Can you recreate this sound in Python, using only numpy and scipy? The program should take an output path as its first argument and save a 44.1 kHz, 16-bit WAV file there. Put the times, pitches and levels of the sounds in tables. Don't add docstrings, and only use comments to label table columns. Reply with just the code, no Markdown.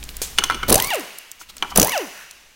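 import sys
import numpy as np
from scipy import signal
from scipy.fft import rfft, irfft
from scipy.io import wavfile
from scipy.ndimage import uniform_filter1d

SR = 44100
rng = np.random.default_rng(int(sys.argv[2]) if len(sys.argv) > 2 else 0)


def log_audio(samples):
    frames = np.atleast_2d(samples).T
    limited = np.clip(frames, -1, 1)
    pcm = np.round(limited * 32767).astype(np.int16)
    wavfile.write(sys.argv[1], SR, pcm)


def level_to_linear(level):
    exponent = np.asarray(level, float) / 20
    return 10 ** exponent


N = 112454


def evened(x):
    return x / np.sqrt(np.mean(x ** 2) + 1e-20)


def add(mix, s, sound):
    part = mix[round(s * SR):][:len(sound)]
    part += sound[:len(part)]


def noise(points, count=N):
    f, db = np.transpose(points)
    hz = np.fft.rfftfreq(count, 1 / SR)
    gain = level_to_linear(np.interp(np.log(hz + 1), np.log(f), db))
    return evened(irfft(rfft(rng.standard_normal(count)) * gain, count))


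def resonate(x, hz, width):
    return signal.lfilter(*signal.iirpeak(min(hz, .45 * SR), hz / width, SR), x)


def ring(modes, t, hz, focus_db):
    f, db, t60 = np.transpose(modes)[:, :, None]
    level_luck, tune_luck = rng.random((2, len(modes), 1))
    db = db - focus_db * abs(np.log2(f / hz)) + 8 * (level_luck - .5)
    tuned = f * (1 + 0.057 * (tune_luck - .5))
    return (level_to_linear(db - 60 * t / t60) * np.sin(2 * np.pi * tuned * t)).sum(0)


def thud(t, hz):
    u = 3.23 * hz * t
    return -np.sin(2 * np.pi * hz * t) * u * u * np.exp(2 - 2 * u)


def blow_load(t):
    load = 0
    for row in BLOWS:
        hold = np.clip((t - row[0]) / 0.00277, 0, 1)
        load = load + hold * np.exp(-np.maximum(t - row[0], 0) / .011)
    return load


TOP_HZ, STALL_HZ = 1213, 228.4
SAG_DB = -4
# (pull [s], rotor free [s], spin-up [s], release [s], coast [s], air [dB])
TRIGGER = [
    (0.68, 0.698, .1, .903, .0735, -21),
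    (1.752, 1.799, .068, 1.924, .085, -26),
]
# (frequency [Hz], level [dB])
DRIVEN_TONE = [(230, -23.5), (420, -18), (700, -21), (900, -28), (1130, -39)]
# (frequency [Hz], level [dB])
COAST_TONE = [(110, -82), (190, -49.5), (300, -33.5), (400, -28), (490, -29), (620, -21), (820, -24.5),
              (1000, -32.5)]
DRIVEN_HARMONICS = [-39, -60, -44, -58, -52, -56, -60, -60, -60, -60]
COAST_HARMONICS = [-33, -37, -34.5, -37.5, -41, -39, -46, -42, -45, -50]
# (frequency [Hz], width [Hz], gain [dB])
HOUSING = [(2720, 170, 9.5), (1900, 2500, 0.5)]
# (frequency [Hz], level [dB per Hz])
EXHAUST = [(100, -2.5), (600, -19), (1500, -19), (4000, -5.5), (9000, -15.5), (16000, -9)]


def motor(pull, free, spin_s, release, coast_s, air_db):
    t = np.arange(N) / SR
    since, after = np.maximum(t - pull, 0), np.maximum(t - release, 0)
    coast = np.clip(after / 0.004, 0, 1)
    load = blow_load(t)
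    gust = 3.5 * evened(uniform_filter1d(rng.standard_normal(N), 200))

    driven_hz = np.maximum(TOP_HZ * np.tanh((t - free) / spin_s) * (1 - .07 * load), STALL_HZ)
    idle_hz, release_hz = 80.2, 1007
    coast_hz = idle_hz + (release_hz - idle_hz) * np.exp(-(after / coast_s) ** 1.26)
    speed = driven_hz * (1 - coast) + coast * coast_hz
    wobble = 0.0126 + 0.3002 * np.exp(-since / 0.04116)
    jitter = evened(uniform_filter1d(rng.standard_normal(N), 150))
    turns = np.cumsum(speed * (1 + wobble * jitter)) / SR

    driven_level = level_to_linear(np.interp(speed, *np.transpose(DRIVEN_TONE)) + SAG_DB * load)
    coast_level = level_to_linear(np.interp(speed, *np.transpose(COAST_TONE)))
    tone = driven_level * (1 - coast) + coast_level * coast
    tone *= level_to_linear((1.15 - coast) * gust) * np.cos(2 * np.pi * turns)

    k = np.arange(len(COAST_HARMONICS))[:, None] + 2
    driven_fade = (1 - coast) * level_to_linear(SAG_DB * load) * (speed / TOP_HZ) ** 2
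    coast_fade = coast * level_to_linear(-146 * after)
    sizes = np.outer(level_to_linear(DRIVEN_HARMONICS), driven_fade) + np.outer(level_to_linear(COAST_HARMONICS), coast_fade)
    flutter = evened(uniform_filter1d(rng.standard_normal(sizes.shape), 400))
    sizes *= level_to_linear((5.0 - 2.7 * coast) * flutter - 5.4 * coast * (k * speed > 3150))
    upper = (sizes * np.cos(2 * np.pi * k * turns + k * k)).sum(0)
    upper += sum(level_to_linear(gain) * resonate(upper, hz, width) for hz, width, gain in HOUSING)
    whine = 2 ** .5 * (tone + upper)

    raw = rng.standard_normal(N)
    chug = level_to_linear(-13.5 + gust - 60 * since / 0.32) * evened(resonate(resonate(raw, 385, 800), 385, 800))
    rush_db = 21.5 * np.exp(-since / 0.015) - 70 * since - 60 * after / 0.083
    air = level_to_linear(air_db - 3 + 4.0 * np.minimum(load, 1) + gust + rush_db) * noise(EXHAUST)
    return np.clip(since / 0.02, 0, 1) * (whine + chug + air)


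# (frequency [Hz], level [dB], t60 [s])
ANVIL = [(3000, -8, 0.012), (5120, -19, 0.021), (6027, -10.5, 0.03), (8970, -5, 0.0074),
         (11100, -12.5, 0.036), (13150, -14, 0.0088), (15160, -19.5, 0.023)]
# (time [s], peak [dB], loudest ring [Hz], thump [dB])
BLOWS = [(0.6945, -6, 9300, -28), (0.701, 1, 11100, -7), (0.7242, 7.5, 9600, -11), (0.7418, 4, 9000, -10),
         (0.7548, 2, 7500, -5), (0.778, -10, 8800, -36), (0.7986, -1.5, 3220, -12.5),
         (0.8214, -3.5, 15000, -24), (0.844, -7.5, 8600, -49), (0.87, -12.5, 15500, -20.5),
         (0.9019, -11, 2930, -41), (1.7582, -1.5, 5840, -34.5), (1.7731, 8.5, 10400, -17),
         (1.7967, 6, 6900, -10), (1.8145, 2, 6900, -19), (1.8274, 2, 6550, -4), (1.8452, -4, 14900, -18.5),
         (1.8699, -6.5, 15500, -23), (1.8929, -9, 5150, -36), (1.9183, -10.5, 2900, -60)]


def blow(s, db, hz, thump_db):
    t = np.arange(0, .08, 1 / SR)
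    burst = level_to_linear(-60 * np.maximum(t - .0025, 0) / 0.01)
    tail = level_to_linear(-35.0 - 60 * t / 0.086)
    raw = rng.standard_normal(len(t))
    grit = 0.31 * raw + 0.15 * np.diff(raw, prepend=0) + 0.25 * evened(resonate(raw, hz, 1700))
    crash = np.minimum(t / 0.0009, 1) * (burst + tail) * grit
    steel = level_to_linear(db - 5) * (crash + 1.46 * ring(ANVIL, t, hz, focus_db=9.5))
    return s + .001, steel + level_to_linear(thump_db - 9.5) * thud(t, 115.0)


# (time [s], level [dB])
KICKS = [
    (.6905, -11.5),
    (.712, -4),
    (1.769, -16),
    (1.785, 0),
]


def kick(s, db):
    return s, -level_to_linear(db) * thud(np.arange(0, .03, 1 / SR), 338)


# (frequency [Hz], level [dB], t60 [s])
RIM = [(841, -9.5, 0.049), (985, -5, 0.037), (1124, -3, 0.038), (1341, 0, 0.037), (1434, 0.5, 0.026),
       (1656, -13.5, 0.043), (2150, -10, 0.052), (2393, -10.5, 0.043), (2993, 0.5, 0.028),
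       (3075, -6.5, 0.027), (3274, 1.5, 0.018), (4220, -4.5, 0.026), (5480, -6, 0.024), (6230, -5, 0.032),
       (9300, 2.5, 0.012)]
# (time [s], peak [dB], loudest ring [Hz], focus [dB per octave], rise [s])
KNOCKS = [(.385, 1, 3070, 4, 0.00053), (.406, -16, 3000, 14, 0.0018), (.421, -9.5, 1360, 19, .002),
          (.438, -3, 5000, 4.5, 0.00053), (.439, -15, 1350, 12, .001), (.499, -4.5, 1330, 6, 0.00078),
          (.508, -9, 1500, 5.5, 0.0017), (.520, -14, 1000, 3.5, .002), (.531, -12, 3100, 18, 0.0031),
          (.544, -20, 1400, -1, 0.0022), (.547, -12.5, 6230, 12.5, 0.0025), (.630, -1.5, 1450, 11, 0.0024),
          (1.412, -29.5, 1310, 2.5, 0.0015), (1.497, -38, 3530, -1, 0.0016), (1.6245, -5, 2260, 10, 0.0005),
          (1.6255, -10, 1020, 7, 0.00094), (1.634, -11, 950, 22, 0.0011), (1.647, -10, 850, 15.5, 0.0011),
          (1.714, -20, 850, 13, 0.0024), (1.720, -12.5, 900, 12, 0.0017)]


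def knock(s, db, hz, focus_db, rise_s):
    t = np.arange(0, .25, 1 / SR)
    raw = rng.standard_normal(len(t))
    crack = 1.41 * evened(resonate(raw, hz, 0.99 * hz)) + 0.18 * np.diff(raw, prepend=0)
    crack *= level_to_linear(-60 * t / 0.028 - 1.35 * focus_db)
    tyre = level_to_linear(-18 - 0.55 * focus_db - 60 * t / 0.11) * evened(resonate(raw, 340, 190))
    return s, level_to_linear(db - 7.0) * np.minimum(t / rise_s, 1) * (ring(RIM, t, hz, focus_db) + crack + tyre)


# (time [s], peak [dB], centre [Hz])
TICKS = [(.028, -19.5, 2980), (.038, -19.5, 7400), (.051, -29, 5000), (.090, -16.5, 3200),
         (.143, -32, 3200), (.167, -21, 12200), (.378, -15, 3000), (.935, -17, 8840), (.945, -15, 9440),
         (.955, -18.5, 9100), (.996, -28.5, 14440), (1.007, -25.5, 7980), (1.185, -23.5, 12300),
         (1.315, -19.5, 7900), (1.567, -24.5, 9600), (1.568, -22.5, 1270), (1.581, -23, 5030),
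         (1.589, -39, 4500), (1.977, -9, 5270), (2.02, -39.5, 12300), (2.31, -23.5, 7050)]


def tick(s, db, hz):
    t = np.arange(0, .06, 1 / SR)
    raw = rng.standard_normal(len(t))
    body = evened(resonate(raw, hz, 0.54 * hz)) + (hz / 9000) ** 2 * np.diff(raw, prepend=0)
    return s, level_to_linear(db - 6 - 60 * t / 0.015) * np.minimum(t / 0.00079, 1) * body


# (time [s], length [s], level [dB], centre [Hz])
RUBS = [(0.61, 0.18, -38, 126), (0.5, 0.056, -46, 100), (0.082, 0.034, -42, 14000),
        (.53, 0.051, -35.5, 275), (1.5, 0.44, -50, 208), (1.39, 0.047, -41, 6400),
        (1.408, 0.05, -46.5, 2300), (1.485, 0.03, -39.5, 3800), (1.695, 0.026, -38, 5200),
        (0.43, 0.054, -35.5, 3200), (2.1, 0.19, -43, 1620)]


def rub(s, length, db, hz):
    t = np.arange(0, length, 1 / SR)
    grain_db = 6.7 * np.minimum(rng.exponential(1, len(t)), 3)
    raw = rng.standard_normal(len(t)) * level_to_linear(grain_db)
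    body = evened(resonate(raw, hz, 0.29 * hz)) + 0.99 * min(hz / 2500, 1) * evened(raw)
    return s, level_to_linear(db) * np.sin(np.pi * t / length) * evened(body)


# (frequency [Hz], level [dB per Hz])
PUFF = [(150, -39), (460, -9.5), (1300, -10.5), (7000, 1.5), (16000, -8.5)]


def puff():
    t = np.arange(16384) / SR
    pop = level_to_linear(1.5 - 60 * t / 0.018) * np.sin(2 * np.pi * 450 * t)
    fade = level_to_linear(-60 * t / 0.15) + level_to_linear(-21 - 60 * t / 2.0)
    return .217, level_to_linear(-20.5) * (fade * noise(PUFF, count=16384) + pop)


# (time back from the end [s], length [s], level [dB], pitch [Hz])
SQUEAK = (-0.8, 0.3, -43, 1028)


def squeak():
    s, length, db, hz = SQUEAK
    t = np.arange(0, length, 1 / SR)
    return s, level_to_linear(db) * np.sin(np.pi * t / length) * evened(resonate(rng.standard_normal(len(t)), hz, 41))


# (frequency [Hz], level [dB])
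ECHO_COLOUR = [(100, 4.5), (700, 1), (1600, -0.5), (2950, -1.5), (3300, -5), (6300, -5), (8000, -10),
               (16000, -1)]
# (frequency [Hz], t60 [s])
ROOM = [(100, 0.143), (1000, 0.65), (2500, 1.62), (6000, 1.29), (14000, 0.8)]


def room(x):
    hz, t, z = signal.stft(noise(ECHO_COLOUR, count=SR), SR, nperseg=256)
    f, t60 = np.transpose(ROOM)
    band_t60 = np.interp(np.log(hz + 1), np.log(f), t60)[:, None]
    tail = signal.istft(z * level_to_linear(-60 * t / band_t60), SR, nperseg=256)[1]
    tail *= np.minimum(np.arange(len(tail)) / SR / 0.0071, 1)
    return signal.fftconvolve(x, tail / np.linalg.norm(tail))[:N]


# (frequency [Hz], level [dB per Hz])
HISS = [(20, -10), (60, -19), (220, -14), (900, -8.5), (2500, -8), (6200, -12.5), (16000, -21.5)]
# (time [s], hiss [dB], rumble [dB])
GARAGE = [(0, -48, -37), (.3, -42.5, -40), (.66, -73, -36.5), (0.752, -72, -27), (.9, -39, -49.5),
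          (1., -39, -87), (1.45, -56, -57.5), (1.699, -44.5, -48), (1.8, -70.5, -27.5),
          (1.95, -42.5, -78.5), (2.55, -55, -58)]


def background():
    t = np.arange(N) / SR
    s, hiss_db, rumble_db = np.transpose(GARAGE)
    rumble = noise([(20, 3.0), (40, -18), (54, -5.5), (75, -13), (200, -19.0), (1000, -38)])
    rumble += level_to_linear(-2.5) * np.sin(2 * np.pi * 54.24 * t + 1.33 * np.sin(2 * np.pi * 2.3 * t))
    return level_to_linear(np.interp(t, s, hiss_db)) * noise(HISS) + level_to_linear(np.interp(t, s, rumble_db)) * rumble


def scene():
    near = sum(motor(*row) for row in TRIGGER)
    for rows, source in ((BLOWS, blow), (KICKS, kick), (KNOCKS, knock), (TICKS, tick), (RUBS, rub)):
        for row in rows:
            add(near, *source(*row))
    add(near, *puff())
    add(near, *squeak())
    mid = near + level_to_linear(-14) * room(near) + background()
    loudness = np.clip(uniform_filter1d(abs(mid), 900) / 0.089, .1, 1)
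    side = level_to_linear(-28) * np.roll(mid - 0.43 * np.roll(mid, 2), 40) * loudness
    side += level_to_linear(-27) * np.roll(uniform_filter1d(mid, 30), 250)
    return np.array([mid + side, mid - side])


def roll_off(x):
    return signal.sosfilt(signal.butter(12, 16510, fs=SR, output="sos"), x)


def record(dry):
    overloaded = 1.283 * np.tanh(dry / 1.245)
    mix = signal.oaconvolve(overloaded, signal.firwin(255, 16050, fs=SR)[None], "same")
    return roll_off(mix)


dry = scene()
out = record(dry)
log_audio(out)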